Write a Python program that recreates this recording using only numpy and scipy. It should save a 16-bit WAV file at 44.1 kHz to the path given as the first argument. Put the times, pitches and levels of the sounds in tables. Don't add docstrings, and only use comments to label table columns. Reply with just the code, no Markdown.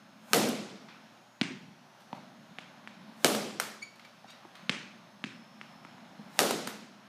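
import sys
import numpy as np
from scipy import signal
from scipy.fft import rfft, irfft
from scipy.io import wavfile
from scipy.ndimage import uniform_filter1d, map_coordinates

SR = 44100
rng = np.random.default_rng(int(sys.argv[2]) if len(sys.argv) > 2 else 0)


def master(y):
    cut = np.clip(np.atleast_2d(y).T, -1, 1)
    pcm = np.round(cut * 32767)
    wavfile.write(sys.argv[1], SR, pcm.astype(np.int16))


def amplitude_ratio(level_db):
    exponent = np.asarray(level_db, float) / 20
    return 10 ** exponent


N = 312210
T = np.arange(int(1.6 * SR)) / SR
TIME = np.arange(N) / SR


def unit(x):
    return x / np.sqrt(np.mean(x ** 2) + 1e-20)


def along(points, hz):
    f, v = np.transpose(points)
    return np.interp(np.log(hz + 1), np.log(f + 1), v)


def wobble(rate):
    knots = rng.standard_normal(int(N * rate / SR) + 4)
    return map_coordinates(knots, [np.arange(N) * rate / SR])


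def patches(shape, bins, frames):
    field = uniform_filter1d(rng.standard_normal(shape), bins, 0)
    return unit(uniform_filter1d(field, frames, 1))


def add(track, s, sound):
    part = track[round(s * SR):][:len(sound)]
    part += sound[:len(part)]


def ring(hz, db, t60, rise=0.0001):
    return amplitude_ratio(db - 60 * T / t60) * np.sin(2 * np.pi * hz * T) * (1 - np.exp(-T / rise))


def rush(spectrum, patchy_db):
    hz, _, z = signal.stft(rng.standard_normal(N), SR, nperseg=2048)
    gain_db = along(spectrum, hz)[:, None] + patchy_db * patches(z.shape, 12, 4)
    return unit(signal.istft(z * amplitude_ratio(gain_db), SR, nperseg=2048)[1][:N])


# (frequency [Hz], t60 [s])
HALL_DECAY = [(100, 1.57), (260, 0.89), (700, 0.73), (1800, 0.9), (5000, 0.89), (13000, 0.46)]


def hall(spectrum, gap, sparse=0.75, bass_db=0, treble_db=0, shrink=0.97, lumpy_db=1.5):
    spikiness = sparse * np.exp(-T / 0.064)
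    spikes = np.exp(spikiness * rng.standard_normal(len(T)) - sparse ** 2 * np.exp(-T / 0.044))
    hz, t, z = signal.stft(rng.standard_normal(len(T)) * spikes, SR, nperseg=512)
    lumps = patches(z.shape, 4, 4)
    bass = bass_db / (1 + (hz / 500) ** 4)
    treble = treble_db / (1 + (6500 / (hz + 1)) ** 4)
    colour = along(spectrum, hz) + bass + treble
    decay_db = -60 * t / (shrink * along(HALL_DECAY, hz)[:, None])
    tail = signal.istft(z * amplitude_ratio(colour[:, None] + decay_db + lumpy_db * lumps), SR, nperseg=512)[1][:len(T)]
    loud = np.sqrt(np.mean(amplitude_ratio(along(spectrum, hz)) ** 2))
    return tail / loud * np.clip(T / gap, 0, 1) ** 2


# (time [s], floor echo delay [ms], echo level [dB], hall level [dB], low room mode level [dB])
HITS = [
    (.33341, .72, -4.5, -22, -25),
    (3.24556, 1.3, -1, -24, -29),
    (6.39126, 1.08, -6, -23, -32),
]
# (frequency [Hz], level [dB], t60 [s])
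BARREL_MODES = [(533, -11.5, 0.0083), (1215, -19.5, 0.028), (1500, -32, 0.057), (2970, -24, 0.034)]
# (delay [ms], level [dB])
WALL_ECHOES = [(4.6, -18), (6.0, -22), (11.4, -12), (14.4, -17), (17.7, -13), (20.5, -16), (26.5, -16)]
# (frequency [Hz], level [dB per Hz])
BAT_HALL_COLOUR = [(41, -58), (70, -71), (178, 1.5), (262, 6), (321, -0.5), (441, 2), (797, -7),
                   (913, -13.5), (1370, -15), (1510, -18), (1810, -19), (3330, -18.5), (13000, -24),
                   (14900, -32), (16000, -46)]


def bat():
    out = np.zeros(N)
    suction = 1.25 * np.exp(-((T - .0001) / .00003) ** 2)
    rebound = .12 * np.exp(-((T - .00023) / .00004) ** 2)
    blow = rebound - suction + sum(ring(*mode) for mode in BARREL_MODES)
    for s, echo_ms, echo_db, hall_db, mode_db in HITS:
        add(out, s - .0001, blow)
        add(out, s - .0001 + echo_ms / 1000, amplitude_ratio(echo_db) * blow)
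        for ms, wall_db in WALL_ECHOES:
            late = rng.uniform(1.0, 1.03)
            add(out, s + ms / 1000 * late, amplitude_ratio(wall_db + rng.normal(0, 1.9)) * blow)
        bass_db = -7 + 0.72 * (mode_db + 28)
        add(out, s, amplitude_ratio(hall_db + 4.5) * hall(BAT_HALL_COLOUR, gap=0.0014, bass_db=bass_db))
        add(out, s, ring(212, mode_db, 0.99, rise=0.1))
    return out


# (frequency [Hz], level [dB per Hz])
BOUNCE_HALL_COLOUR = [(41, -64), (70, -39), (136, -15), (178, -1), (353, -3.5), (471, -31), (750, -40),
                      (838, -11), (2270, -0.5), (7360, -19), (10000, -28.5), (12500, -51)]
# (time [s], click level [dB], thump level [dB], knock level [dB], knock pitch [Hz])
FIRST_TOSS = [
    (1.41345, -11, -4, -16.5, 745),
    (2.1296, -32, 1, 7.5, 896),
    (2.58625, -24, -20.5, -13.5, 805),
    (2.8748, -28, -45, -23, 1900),
]
# (time [s], click level [dB], thump level [dB], knock level [dB], knock pitch [Hz])
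SECOND_TOSS = [
    (4.69515, -9, -15.5, -16, 530),
    (5.2407, -18.5, -7.5, -37, 830),
    (5.6136, -28, -15, -24, 1500),
    (5.85, -34, -5.5, -6, 1400),
    (5.9819, -41.5, -19, -4, 970),
]


def bounces(rows, skin_hz, echo_ms):
    out = np.zeros(N)
    thud_colour = [(60, -70), (110, -30.5), (170, 2), (300, -6), (450, -44.5), (900, -80)]
    for k, (s, db, thump_db, knock_db, knock_hz) in enumerate(rows):
        cycles = skin_hz * 0.86 ** k * (T - .001)
        click = 1.1 * np.exp(-(cycles / .52) ** 2) * np.cos(2 * np.pi * cycles + .5)
        click += .3 * np.exp(-((T - .001) / .00005) ** 2)
        add(out, s - .001, amplitude_ratio(db) * click)
        echo_db = -6.5 - 5 * k
        add(out, s - .001 + echo_ms / 1000, -amplitude_ratio(db + echo_db) * click)
        thump = ring(241, thump_db + 15.5, 0.018, rise=0.0066)
        knock = ring(knock_hz, knock_db + 1.0, 0.014)
        add(out, s, amplitude_ratio(db) * (thump + knock))
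        hollow = [(knock_hz / 8, -70), (knock_hz / 3, -30), (0.62 * knock_hz, -3), (knock_hz, 0),
                  (1.24 * knock_hz, -6), (3 * knock_hz, -40), (8 * knock_hz, -80)]
        add(out, s, amplitude_ratio(db + knock_db - 24.0) * hall(hollow, gap=0.009, shrink=0.73))
        add(out, s + 0.01517, amplitude_ratio(db + thump_db - 27.5) * hall(thud_colour, gap=0.0044, shrink=1.0))
        add(out, s, amplitude_ratio(db - 21) * hall(BOUNCE_HALL_COLOUR, gap=.002, shrink=.05, treble_db=6))
        tail = hall(BOUNCE_HALL_COLOUR, gap=0.0052, bass_db=thump_db + 16, treble_db=0.3 * (db + 15.5), shrink=0.65)
        add(out, s + .012, amplitude_ratio(db - 27.5) * tail)
    return out


def tosses():
    return bounces(FIRST_TOSS, skin_hz=3030, echo_ms=3.7) + bounces(SECOND_TOSS, skin_hz=2730, echo_ms=2.08)


def contacts(rows, colour, rise, burst, thump_hz, usual_db):
    out = np.zeros(N)
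    for s, db, thump_db, bright_db, hall_db in rows:
        treble_db = bright_db - usual_db
        crackle = hall(colour, gap=rise, treble_db=treble_db) * amplitude_ratio(-60 * T / burst)
        thump = ring(thump_hz, thump_db, 0.099, rise=0.0015)
        add(out, s, amplitude_ratio(db - 5) * crackle + amplitude_ratio(db) * thump)
        tail = hall(colour, gap=0.014, treble_db=treble_db, shrink=0.73)
        add(out, s, amplitude_ratio(db + hall_db - 6.5) * tail)
    return out


# (time [s], peak level [dB], thump level [dB], brightness [dB], hall level [dB])
SLAPS = [
    (.487, -25.5, 0, -5.5, -26),
    (1.5057, -59, 23, -28, -13.5),
    (3.3471, -18.5, -8, -14, -15),
    (3.5988, -15, -43, -10.5, -12.5),
    (6.5079, -17, -14, -11, -15.5),
    (6.6722, -22, -15, -11, -12),
]
# (frequency [Hz], level [dB per Hz])
SLAP_TONE = [(180, -33), (300, -4), (961, -1.5), (1100, -3), (1460, -1), (2930, -8.5), (13100, -6),
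             (15200, -15), (16000, -43)]


def slaps():
    return contacts(SLAPS, SLAP_TONE, rise=0.00071, burst=0.037, thump_hz=256, usual_db=-3.5)


# (time [s], peak level [dB], frequency [Hz], t60 [s])
FRAME_MODES = [
    (3.5994, -13, 1450, 0.0051),
    (3.5994, -23, 5700, 0.0094),
    (3.5994, -26, 10500, 0.0091),
]


def frame():
    out = np.zeros(N)
    for s, db, hz, t60 in FRAME_MODES:
        add(out, s, -ring(hz, db, t60))
    return out


# (time [s], peak level [dB], brightness [dB], hall level [dB])
SCUFFS = [(0.8851, -39, -44, -5.5), (0.9294, -58, -24, -16), (2.0007, -52.5, -12, -7),
          (2.148, -51.5, -15, -6), (3.9557, -51, -13, -14), (3.9938, -43.5, -26, -6.5),
          (4.0482, -44.5, -20, -11), (4.28, -46.5, -31, 0), (4.3022, -48, -11, -16),
          (4.5517, -40, -22, -12), (4.5651, -46, -28, -5), (5.66, -59, -19, -19)]
# (frequency [Hz], level [dB per Hz])
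SCUFF_TONE = [(710, -20), (1200, -5), (2000, -8), (2200, -6.5), (4600, -11), (5590, -19.5), (14500, -29),
              (16000, -37)]


def scuffs():
    rows = [(s, db, -21, bright_db, hall_db) for s, db, bright_db, hall_db in SCUFFS]
    return contacts(rows, SCUFF_TONE, rise=0.0021, burst=0.055, thump_hz=336, usual_db=-21.0)


# (time [s], peak level [dB], frequency [Hz], t60 [s])
STEPS = [(1.12, -44, 204, 0.023), (2.508, -41, 176, 0.04), (4.244, -39, 775, 0.031),
         (4.252, -43, 217, 0.026), (4.402, -56, 167, 0.074), (4.451, -39.5, 344, 0.034),
         (4.451, -33.5, 890, 0.0098), (4.623, -47, 168, 0.085), (5.757, -38, 216, 0.016),
         (5.944, -42, 188, 0.034), (6.192, -40.5, 214, 0.21), (6.194, -43, 800, .015)]
# (time [s], peak level [dB], frequency [Hz], t60 [s])
PLANTS = [
    (.310, -39, 215, .12),
    (3.236, -43, 330, .04),
]


def steps():
    out = np.zeros(N)
    for s, db, hz, t60 in STEPS + PLANTS:
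        body = ring(hz, db - 0.5, t60, rise=0.00054)
        add(out, s, body + ring(2.2 * hz, db - 10, t60 / 3) + ring(4.3 * hz, db - 18.5, t60 / 5))
    return out


# (time [s], pitch [Hz], peak level [dB], loudest frequency [Hz], fall [dB per octave])
SQUEAKS = [
    (3.828, 2240, -34, 2240, -5.5),
    (4.052, 2240, -50, 2240, -12),
    (4.285, 935, -55, 3740, -18),
    (4.308, 935, -53, 3740, -11),
]


def squeaks():
    out = np.zeros(N)
    t = T[:SR // 10] - .04
    for s, hz, db, top_hz, fall_db in SQUEAKS:
        slips = t * hz / 14
        jitter = .02 * unit(uniform_filter1d(rng.standard_normal(len(t)), 90))
        flutter_db = 2.5 * unit(uniform_filter1d(rng.standard_normal((12, len(t))), 200))
        phase = 2 * np.pi * np.cumsum(hz * (1 + .027 * np.tanh(slips) + jitter)) / SR
        stack = np.zeros(len(t))
        for k in range(1, 13):
            level_db = fall_db * abs(np.log2(k * hz / top_hz)) + flutter_db[k - 1]
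            stack += amplitude_ratio(level_db) * np.sin(k * phase) / (1 + (k * hz / 8500) ** 7)
        chirp = amplitude_ratio(db) * stack * np.exp(-np.abs(slips / np.where(t < 0, .6, 1)))
        add(out, s - .04, chirp)
        room = hall([(2000, -7.5), (4500, -5), (12000, -6)], gap=0.004, shrink=0.42)
        add(out, s - .04, amplitude_ratio(-36) * signal.fftconvolve(chirp, room))
    return out


def swing():
    return sum(amplitude_ratio(2 * (hall_db + 20.5)) * np.exp(-np.abs(TIME - s) / 0.033) for s, _, _, hall_db, _ in HITS)


def shuffle():
    return sum(np.exp(-((TIME - s) / 0.093) ** 2) for s, *_ in SCUFFS + STEPS) ** .5


# (time [s], rumble level [dB])
MACHINE_LOAD = [(0, -62), (.3, -58.5), (1.05, -62), (1.4, -66.5), (1.75, -63), (2.05, -64), (2.23, -57),
                (2.62, -59.5), (3.1, -53), (3.3, -63.5), (3.95, -64.5), (4.5, -62.5), (4.7, -56.5),
                (5.1, -58.5), (5.6, -58), (6.3, -53.5), (6.98, -59), (7.08, -62)]
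# (frequency [Hz], level [dB per Hz])
RUMBLE_COLOUR = [(24, -55), (40, -16), (85, -8), (99, -27), (107, -32), (139, -6.5), (181, -4.5), (211, 0),
                 (231, -1), (339, -19), (450, -28.5), (580, -62.5), (990, -120)]
# (frequency [Hz], level [dB per Hz])
RUSH_COLOUR = [(210, -38.5), (350, -5.5), (433, -15.5), (574, -3), (691, -3.5), (833, -4), (1020, -6),
               (1500, -7.5), (2040, -12.5), (4360, -16.5), (4720, -21.5), (5260, -18), (8500, -47),
               (11000, -31), (18700, -120)]
# (frequency [Hz], level [dB per Hz])
HISS_COLOUR = [(4500, -30), (6500, -3), (7600, -6), (10000, -8), (13400, -10), (14800, -12), (15400, -17)]


def air():
    load_db = np.interp(TIME, *np.transpose(MACHINE_LOAD))
    whoosh, rustle = swing(), shuffle()
    rumble = amplitude_ratio(load_db + .8 * wobble(9)) * rush(RUMBLE_COLOUR, patchy_db=.8)
    fan_db = -59 + 0.35 * (load_db - load_db.mean()) + .7 * wobble(6)
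    fan = amplitude_ratio(fan_db) + amplitude_ratio(-48) * whoosh + amplitude_ratio(-78) * rustle
    hiss = amplitude_ratio(-78) + amplitude_ratio(-51) * whoosh + amplitude_ratio(-95.5) * rustle
    return rumble + fan * rush(RUSH_COLOUR, patchy_db=0.9) + hiss * rush(HISS_COLOUR, patchy_db=-0.3)


# (frequency [Hz], level [dB])
LAMP_TONES = [(4538, -84), (5098, -85), (5222, -84), (5636, -85), (5879, -84), (6239, -84), (6358, -83),
              (6481, -83), (6600, -90), (6718, -82)]
# (frequency [Hz], level [dB])
MAINS_HUM = (119.8, -73.5)


def lamps():
    out = np.zeros(N)
    for hz, db in LAMP_TONES:
        out += amplitude_ratio(db - 1.5 + 5 * wobble(2.5)) * np.sin(2 * np.pi * hz * TIME + 1.3 * wobble(30))
    hz, db = MAINS_HUM
    return out + amplitude_ratio(db + 5.0) * np.sin(2 * np.pi * hz * TIME + 0.242 * wobble(3.77))


# (start [s], length [s], level [dB])
WHINE_SPELLS = [
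    (0, 1.2, -84),
    (3.8, .45, -77),
    (5.32, .6, -69),
]


def whine():
    spells = amplitude_ratio(-89)
    for s, length, db in WHINE_SPELLS:
        inside = np.minimum(TIME - s, s + length - TIME)
        spells = spells + amplitude_ratio(db) * np.clip(inside / .06 + 1, 0, 1)
    tones = np.zeros(N)
    for k in (-1, 0, 1):
        tones += amplitude_ratio(-3 * abs(k)) * np.sin(2 * np.pi * (5281 + 59 * k) * TIME + .8 * wobble(25))
    return spells * amplitude_ratio(1.5 * wobble(8) - 3) * tones


def scene():
    blows = bat() + tosses() + slaps() + frame()
    feet = scuffs() + steps() + squeaks()
    return (blows + feet + air() + lamps() + whine())[None]


def low_pass(x):
    return signal.sosfilt(signal.butter(12, 16500, fs=SR, output="sos"), x)


def record(dry):
    high_pass = signal.butter(5, 125, "high", fs=SR, output="sos")
    wet = signal.sosfilt(high_pass, dry) + amplitude_ratio(-35.0) * dry
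    wet = irfft(rfft(wet) * (np.fft.rfftfreq(N, 1 / SR) < 15380), N)
    return low_pass(wet)


dry = scene()
out = record(dry)
master(out)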